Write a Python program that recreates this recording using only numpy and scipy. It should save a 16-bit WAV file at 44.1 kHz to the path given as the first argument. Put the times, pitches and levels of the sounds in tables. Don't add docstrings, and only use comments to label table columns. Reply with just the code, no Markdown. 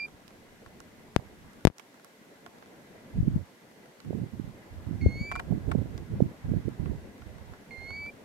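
import sys
import numpy as np
from scipy import signal
from scipy.fft import rfft, irfft
from scipy.io import wavfile
from scipy.ndimage import uniform_filter1d, minimum_filter1d

SR = 44100
rng = np.random.default_rng(int(sys.argv[2]) if len(sys.argv) > 2 else 0)


def wrap_up_sound(samples):
    columns = np.atleast_2d(samples).T
    tamed = np.clip(columns, -1, 1)
    steps = np.round(tamed * 32767).astype(np.int16)
    wavfile.write(sys.argv[1], SR, steps)


N = 363384
TIME = np.arange(N) / SR

# frequency_hz, density_db
AIR_SPECTRUM = [(40,1), (110,-5), (210,2), (340,-3), (500,-4), (850,-10.5), (1250,-15.5), (2000,-14.5),
                (2500,-19), (3500,-22.5), (7000,-27.5), (10000,-31), (12500,-29.5), (16000,-41)]
# centre_hz, width_hz, boost_db
AIR_RIDGES = [(986,59,1.5), (1440,25,4), (1647,26,6), (2017,66,4)]
# frequency_hz, correlation
AIR_LIKENESS = [(60,0.94), (290,0.76), (640,0.49), (1400,0), (16000,0)]
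# time_s, swell_db, wind_filter_hz
HUSH_CURVES = [(0, -3.5, 60), (.7, -2.5, 70), (1.6, -2, 70), (1.8, -3.5, 280), (2.3, -3.5, 165),
               (3.1, 0.5, 90), (3.55, -4, 193), (4.1, -3, 100), (5, 1.5, 80), (8.2, 0, 70)]
# frequency_hz, density_db
RUMBLE_SPECTRUM = [(20,-31), (45,-5), (90,4), (200,-4), (350,-12.5), (550,-24.5), (900,-38.5), (1600,-52),
                   (4000,-65)]
# start_s, length_s, level_db, left_vs_right_db, deep_eddies_db, fine_eddies_db
MIC_GUSTS = [(0.647, 0.034, -52.5, -12, 1, -8), (1.198, 0.28, -56, -16, 7, -10),
             (3.161, 0.22, -27.5, -6, 3, -10), (4.069, 0.17, -30.5, -11.5, -28, -2.5),
             (4.336, 0.17, -37.5, -13, -3, -6), (4.721, 0.11, -41, -6.5, 14, -17),
             (4.88, 0.12, -31.5, -13, -2, -12), (5.023, 0.075, -24.5, -3.5, 0.5, -17),
             (5.131, 0.11, -36, -5, 2, -4), (5.289, 0.75, -38, -7, 6, 3.5),
             (5.511, 0.03, -20.5, -16, -9, -2), (5.68, 0.14, -25, -22, 0.5, -2),
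             (6.115, .15, -29.5, -5.5, -6, -7.5), (6.45, 0.14, -26, -10, -1, -11),
             (6.659, 0.058, -29, -17, -7, -5.5), (6.801, 0.12, -27.5, -16, 0, -2.5),
             (6.977, 0.073, -47.5, 4, 11, -8), (7.228, 0.29, -43, -13, 6, -10),
             (7.701, 0.35, -46.5, -14, 9, -10)]
# centre_s, level_db, pitch_hz, port (0 left, 1 right)
HARD_EDDIES = [(1.193, -28.5, 124, 1), (1.1987, -33, 696, 1), (3.189, -15, 150, 1), (3.207, -11, 120, 0),
               (3.281, -9, 160, 1), (3.363, -11, 154, 0), (4.108, -18, 335, 1), (4.1311, -24, 487, 1),
               (4.399, -19.5, 230, 1), (4.913, -18, 200, 1), (5.0626, -11.5, 376, 0), (5.068, -7, 91.3, 0),
               (5.214, -18.5, 166, 0), (5.5246, -21.5, 495, 1), (5.7519, -17, 420, 1),
               (5.757, -9.5, 193, 1), (6.206, -9.5, 430, 1), (6.224, -6.5, 162, 1), (6.52, -13.5, 166, 1),
               (6.538, -21.5, 404, 1), (6.684, -16.5, 332, 1)]
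# pitch_hz, level_db, t60_s
MOUNT_MODES = [(708,-2.5,0.071), (910,-6,0.063), (1086,-1,0.05), (1375,4,0.025), (1490,-2.5,0.028),
               (2240,-21,0.012), (3660,-68,0.0091), (5960,-27,0.0091), (8340,-18.5,0.014)]
# start_s, snap_db, left_vs_right_db, snap_centre_hz, ring_db
HANDLING_TICKS = [(0.2796, -37.5, -9, 4140, -54), (0.662, -49, 2, 2800, -39),
                  (0.803, -35.5, -5, 5040, -37.5), (1.783, -31, -5, 5000, -46),
                  (1.796, -31.5, -10, 890, -48), (2.0462, -35, -5, 6850, -41),
                  (2.463, -37.5, -6, 2370, -32), (2.625, -51, -5, 3000, -38),
                  (4.0029, -39, -7, 2970, -41.5), (5.9783, -33.5, -1, 3930, -36.5),
                  (6.858, -55, 1, 2000, -33.5), (7.22, -56, 3, 3000, -38), (7.383, -49, 2, 6000, -40),
                  (7.5362, -49, -5, 2800, -38.5), (7.906, -42, -2, 2800, -36), (8.062, -43, -6, 3430, -40)]
# start_s, level_db, catch_delay_s
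MOUNT_CLACKS = [(5.315,-21.5,0.0059), (5.3541,-22.5,0.0064), (5.3952,-22,0.00349), (5.715,-22.5,0.0034)]
# start_s, push_db, leak_s, high_cut_hz
PORT_KNOCKS = [(1.1632,1.5,0.00077,3250), (1.6516,12.5,0.00079,2600), (1.6716,7,0.0028,4440),
               (1.6777,-3,0.0015,4000), (1.6858,-25,.0002,9000), (1.7005,-17,0.0014,595)]
WHISTLE_GLIDE = [(0, .08), (.18, 0), (.36, .13), (.6, .56), (.72, .7), (.87, 0.75), (1, 1)]
# share_of_length, tone_db, octave_db
WHISTLE_SWELL = [(0, -3, -17), (.04, -4, -12.5), (.085, -2, -20), (.17, -3.5, -14), (.35, -2.5, -12.5),
                 (.54, 0, -8), (.68, 0, -10), (.85, 0, -11.5), (1, -0.5, -20)]
# frequency_hz, gain_db
BIRD_LEFT_EQ = [(2100, -11.5), (2160, -7), (2290, -.5), (2400, -4.5), (4200, -10), (4350, 2.5), (4660, -3),
                (4780, -28), (6300, -2.5)]
# start_s, length_s, pitch_hz, rise_hz, level_db, overtones_db, third_vs_octave_db, right_dip_hz
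PLOVER_WHISTLES = [(-0.33, 0.4, 2292, 109.7, -31, 0, -32, 4500),
                   (5.012, 0.397, 2145, 268, -39, -1.5, -13, 4640),
                   (7.708, 0.403, 2106, 264, -37, -4.5, -19, 4740)]


def amp(db):
    return 10 ** (np.asarray(db) / 20)


def unit(x):
    return x / np.sqrt(np.mean(x ** 2) + 1e-20)


def curves(rows, t):
    times, *columns = np.transpose(rows)
    return [np.interp(t, times, column) for column in columns]


def spectrum_at(points, hz):
    points_hz, values = np.transpose(points)
    return np.interp(np.log(hz + 1), np.log(points_hz + 1), values)


def add(mix, start_s, sound):
    part = mix[:, max(round(start_s * SR), 0):][:, :sound.shape[1]]
    part += sound[:, :part.shape[1]]


def panned(balance_db):
    ratio = amp(np.atleast_1d(balance_db))
    return 2 * np.array([ratio, np.ones_like(ratio)]) / (1 + ratio)


def filtered(x, hz, kind, order=2):
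    return signal.sosfilt(signal.butter(order, hz, kind, fs=SR, output="sos"), x)


def wander(size, rate_hz):
    hz = np.fft.rfftfreq(size, 1 / SR)
    return unit(irfft(rfft(rng.standard_normal(size)) / (1 + (hz / rate_hz) ** 4), size))


def air(level_db=-52, patch_db=2.44, breeze_hz=2000):
    hz = np.fft.rfftfreq(1024, 1 / SR)
    t = np.arange(N // 256 + 5) * 256 / SR
    left_re, left_im, apart_re, apart_im, patches = rng.standard_normal((len(t), len(hz), 5)).T
    likeness = spectrum_at(AIR_LIKENESS, hz)[:, None]
    left = left_re + 1j * left_im
    right = likeness * left + np.sqrt(1 - likeness ** 2) * (apart_re + 1j * apart_im)
    ridges_db = sum(db * np.exp(-((hz - centre) / width) ** 2) for centre, width, db in AIR_RIDGES)
    colour_db = spectrum_at(AIR_SPECTRUM, hz) + ridges_db
    patches = unit(uniform_filter1d(uniform_filter1d(patches, size=12, axis=0), size=7, axis=1))
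    swell_db, wind_filter_hz = curves(HUSH_CURVES, t)
    breeze_db = (swell_db + patch_db * patches) / (1 + (hz[:, None] / breeze_hz) ** 2)
    wind_filter = 1 / np.hypot(1, (wind_filter_hz / (hz[:, None] + 1)) ** 2)
    frames = np.array([left, right]) * amp(colour_db[:, None] + breeze_db) * wind_filter
    hush = signal.istft(frames, nperseg=1024, noverlap=768)[1][:, :N]
    return amp(level_db) * unit(hush)


def turbulence(size, deep_db, fine_db, deep_hz=95, fine_hz=370, lump_db=4.0, spurt_db=4.5):
    hz = np.fft.rfftfreq(size, 1 / SR)
    rumble = rfft(rng.standard_normal(size)) * amp(spectrum_at(RUMBLE_SPECTRUM, hz))
    deep, coarse = (irfft(rumble / (1 + (hz / edge_hz) ** 6), size) for edge_hz in (deep_hz, fine_hz))
    fine = (irfft(rumble, size) - coarse) * amp(fine_db + spurt_db * wander(size, rate_hz=65))
    eddies = deep * amp(deep_db) + (coarse - deep) + fine
    return unit(eddies * amp(lump_db * wander(size, rate_hz=35)))


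def draught(level_db=-68.5, reference_hz=70):
    _, wind_filter_hz = curves(HUSH_CURVES, TIME)
    stir = np.array([turbulence(N, deep_db=-3, fine_db=-12) for port in range(2)])
    return amp(level_db) * (reference_hz / wind_filter_hz) ** 2 * stir


def gusts(rise_s=0.013, fall_s=0.023):
    out, t = np.zeros((2, N)), np.arange(-SR // 10, SR * 11 // 10) / SR
    for start_s, length_s, db, pan_db, deep_db, fine_db in MIC_GUSTS:
        force = np.exp(np.minimum(t, 0) / rise_s - np.maximum(t - length_s, 0) / fall_s)
        ports = np.array([unit(force * turbulence(len(t), deep_db, fine_db)) for port in range(2)])
        gains = amp([[db + pan_db], [db]]) * np.sqrt(np.mean(force ** 2))
        add(out, start_s + t[0], gains * ports)
    return out


def buffets(width_cycles=0.32, sag=0.32, trim_db=1.5):
    out, t = np.zeros((2, N)), np.arange(-SR // 40, SR // 40) / SR
    for centre_s, db, hz, port in HARD_EDDIES:
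        cycles = hz * t
        phase = 2 * np.pi * (cycles - sag * np.log(np.cosh(cycles)) + rng.random())
        shove = amp(db + trim_db) * np.sin(phase) / np.cosh(cycles / width_cycles)
        add(out, centre_s + t[0], np.outer([port == 0, port == 1], shove))
    return out


def mount_ring(t, detune=0.013, rattle_hz=(750, 2000), rattle_db=-3, rattle_s=0.0028):
    ring = 0
    for hz, db, t60_s in MOUNT_MODES:
        cycles = hz * (1 + detune * rng.standard_normal()) * t + rng.random((2, 1))
        ring += amp(db - 60 * t / t60_s) * np.sin(2 * np.pi * cycles)
    ring /= np.linalg.norm([amp(db) for _, db, _ in MOUNT_MODES])
    rattle = unit(filtered(rng.standard_normal((2, len(t))), rattle_hz, "band"))
    return (ring + amp(rattle_db) * rattle * np.exp(-t / rattle_s)) / 2


def ticks(decay_s=0.00047, body_cycles=2.9, spread=1.42, snap_trim_db=-6.5, faint_count=14):
    out, t = np.zeros((2, N)), TIME[:SR // 20]
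    faint_ticks = [(when * N / SR, -48, 0, 5400 * 2 ** (colour - .5), -46)
                   for when, colour in rng.random((faint_count, 2))]
    for start_s, snap_db, pan_db, hz, ring_db in HANDLING_TICKS + faint_ticks:
        noise = rng.standard_normal((2, len(t)))
        fizz = unit(filtered(noise, [hz / spread, hz * spread], "band", order=1))
        snap = amp(snap_db + snap_trim_db) * fizz * np.exp(-t / (decay_s + body_cycles / hz))
        add(out, start_s, panned(pan_db) * (snap + amp(ring_db) * mount_ring(t)))
    return out


def clacks(snap_s=0.0018, high_cut_hz=9000, slip_snap_db=-22, catch_snap_db=-16):
    out, t = np.zeros((2, N)), TIME[:SR // 10]
    for start_s, db, delay_s in MOUNT_CLACKS:
        slip = (start_s, db, slip_snap_db)
        catch = (start_s + delay_s, db - 0.5, catch_snap_db)
        for at_s, blow_db, snap_db in (slip, catch):
            snap = filtered(rng.standard_normal((2, len(t))) * np.exp(-t / snap_s), high_cut_hz, "low")
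            add(out, at_s, amp(blow_db) * (mount_ring(t) + amp(snap_db) * snap))
    return out


def knocks(low_cut_hz=85, q=0.8, far_db=-18, far_hz=230):
    push, t = np.zeros((1, N)), TIME[None, :SR // 20]
    for start_s, db, leak_s, high_cut_hz in PORT_KNOCKS:
        add(push, start_s, amp(db) * filtered(np.exp(-t / leak_s), high_cut_hz, "low", order=1))
    omega = 2 * np.pi * low_cut_hz
    bass_cut = signal.bilinear([1, 0, 0], [1, omega / q, omega ** 2], SR)
    near = signal.lfilter(*bass_cut, push[0])
    far = amp(far_db) * filtered(near, far_hz, "low", order=1)
    return np.array([near, far])


def whistle(start_s, length_s, pitch_hz, rise_hz, level_db, overtones_db, third_db, dip_hz,
            attack_s=0.0012, release_s=0.021, settle_s=0.0015, dip_db=-11, dip_width_hz=60):
    t = TIME[:SR // 2]
    risen, = curves(WHISTLE_GLIDE, t / length_s)
    glide_hz = uniform_filter1d(pitch_hz + rise_hz * risen, size=1500, mode="nearest")
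    drop = 0.11 * np.exp(-t / settle_s)
    jitter = 0.0014 * wander(len(t), rate_hz=170)
    hz = glide_hz * (1 + drop + jitter)
    phase = 2 * np.pi * np.cumsum(hz) / SR + np.array([[0], [.3]])
    tone_db, octave_db = curves(WHISTLE_SWELL, t / length_s)
    octave_db += overtones_db + 1.4 * wander(len(t), rate_hz=62)
    tone_db += 0.4 * wander(len(t), rate_hz=90)
    voice = 0
    for k, partial_db in enumerate([tone_db, octave_db, octave_db + third_db], 1):
        left_db = spectrum_at(BIRD_LEFT_EQ, k * hz)
        right_db = dip_db * np.exp(-((k * hz - dip_hz) / dip_width_hz) ** 2)
        voice += amp(level_db + partial_db + np.array([left_db, right_db])) * np.sin(k * phase)
    attack = np.minimum(t / attack_s, 1)
    release = np.sin(np.pi / 2 * np.clip((length_s - t) / release_s, 0, 1)) ** 2
    return (voice * attack * release)[:, start_s + t >= 0]


def plover(scatter_db=-31, t60_s=0.2):
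    direct, t = np.zeros((2, N)), TIME[:SR // 2]
    for start_s, *voicing in PLOVER_WHISTLES:
        add(direct, start_s, whistle(start_s, *voicing))
    tail = rng.standard_normal((2, len(t))) * amp(-60 * t / t60_s)
    scatter = signal.fftconvolve(direct, tail / np.linalg.norm(tail[0]), axes=1)[:, :N]
    return direct + amp(scatter_db) * scatter


def scene():
    return plover() + air() + draught() + gusts() + buffets() + knocks() + clacks() + ticks()


def limiter(x, threshold_db=3.0, hold_s=0.092, recovery_db_per_s=190, attack_hz=45):
    over_db = np.maximum(20 * np.log10(abs(x).max(0) + 1e-9) - threshold_db, 0)
    hold = 2 * int(hold_s * SR / 2) + 1
    held_db = -minimum_filter1d(-over_db, hold, origin=hold // 2)
    recovery_db = TIME * recovery_db_per_s
    duck_db = np.maximum.accumulate(held_db + recovery_db) - recovery_db
    return x * amp(-filtered(duck_db, attack_hz, "low", order=1))


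def record(dry, notch_hz=4970, notch_width_hz=60, high_cut_hz=15900):
    x = np.clip(limiter(dry), -1, 1)
    for k in range(1, 4):
        x = signal.lfilter(*signal.iirnotch(k * notch_hz, notch_hz / notch_width_hz, SR), x)
    high_cut = signal.firwin(511, high_cut_hz, window=("kaiser", 9), fs=SR)
    return signal.oaconvolve(x, high_cut[None], "same")


dry = scene()
out = record(dry)
wrap_up_sound(out)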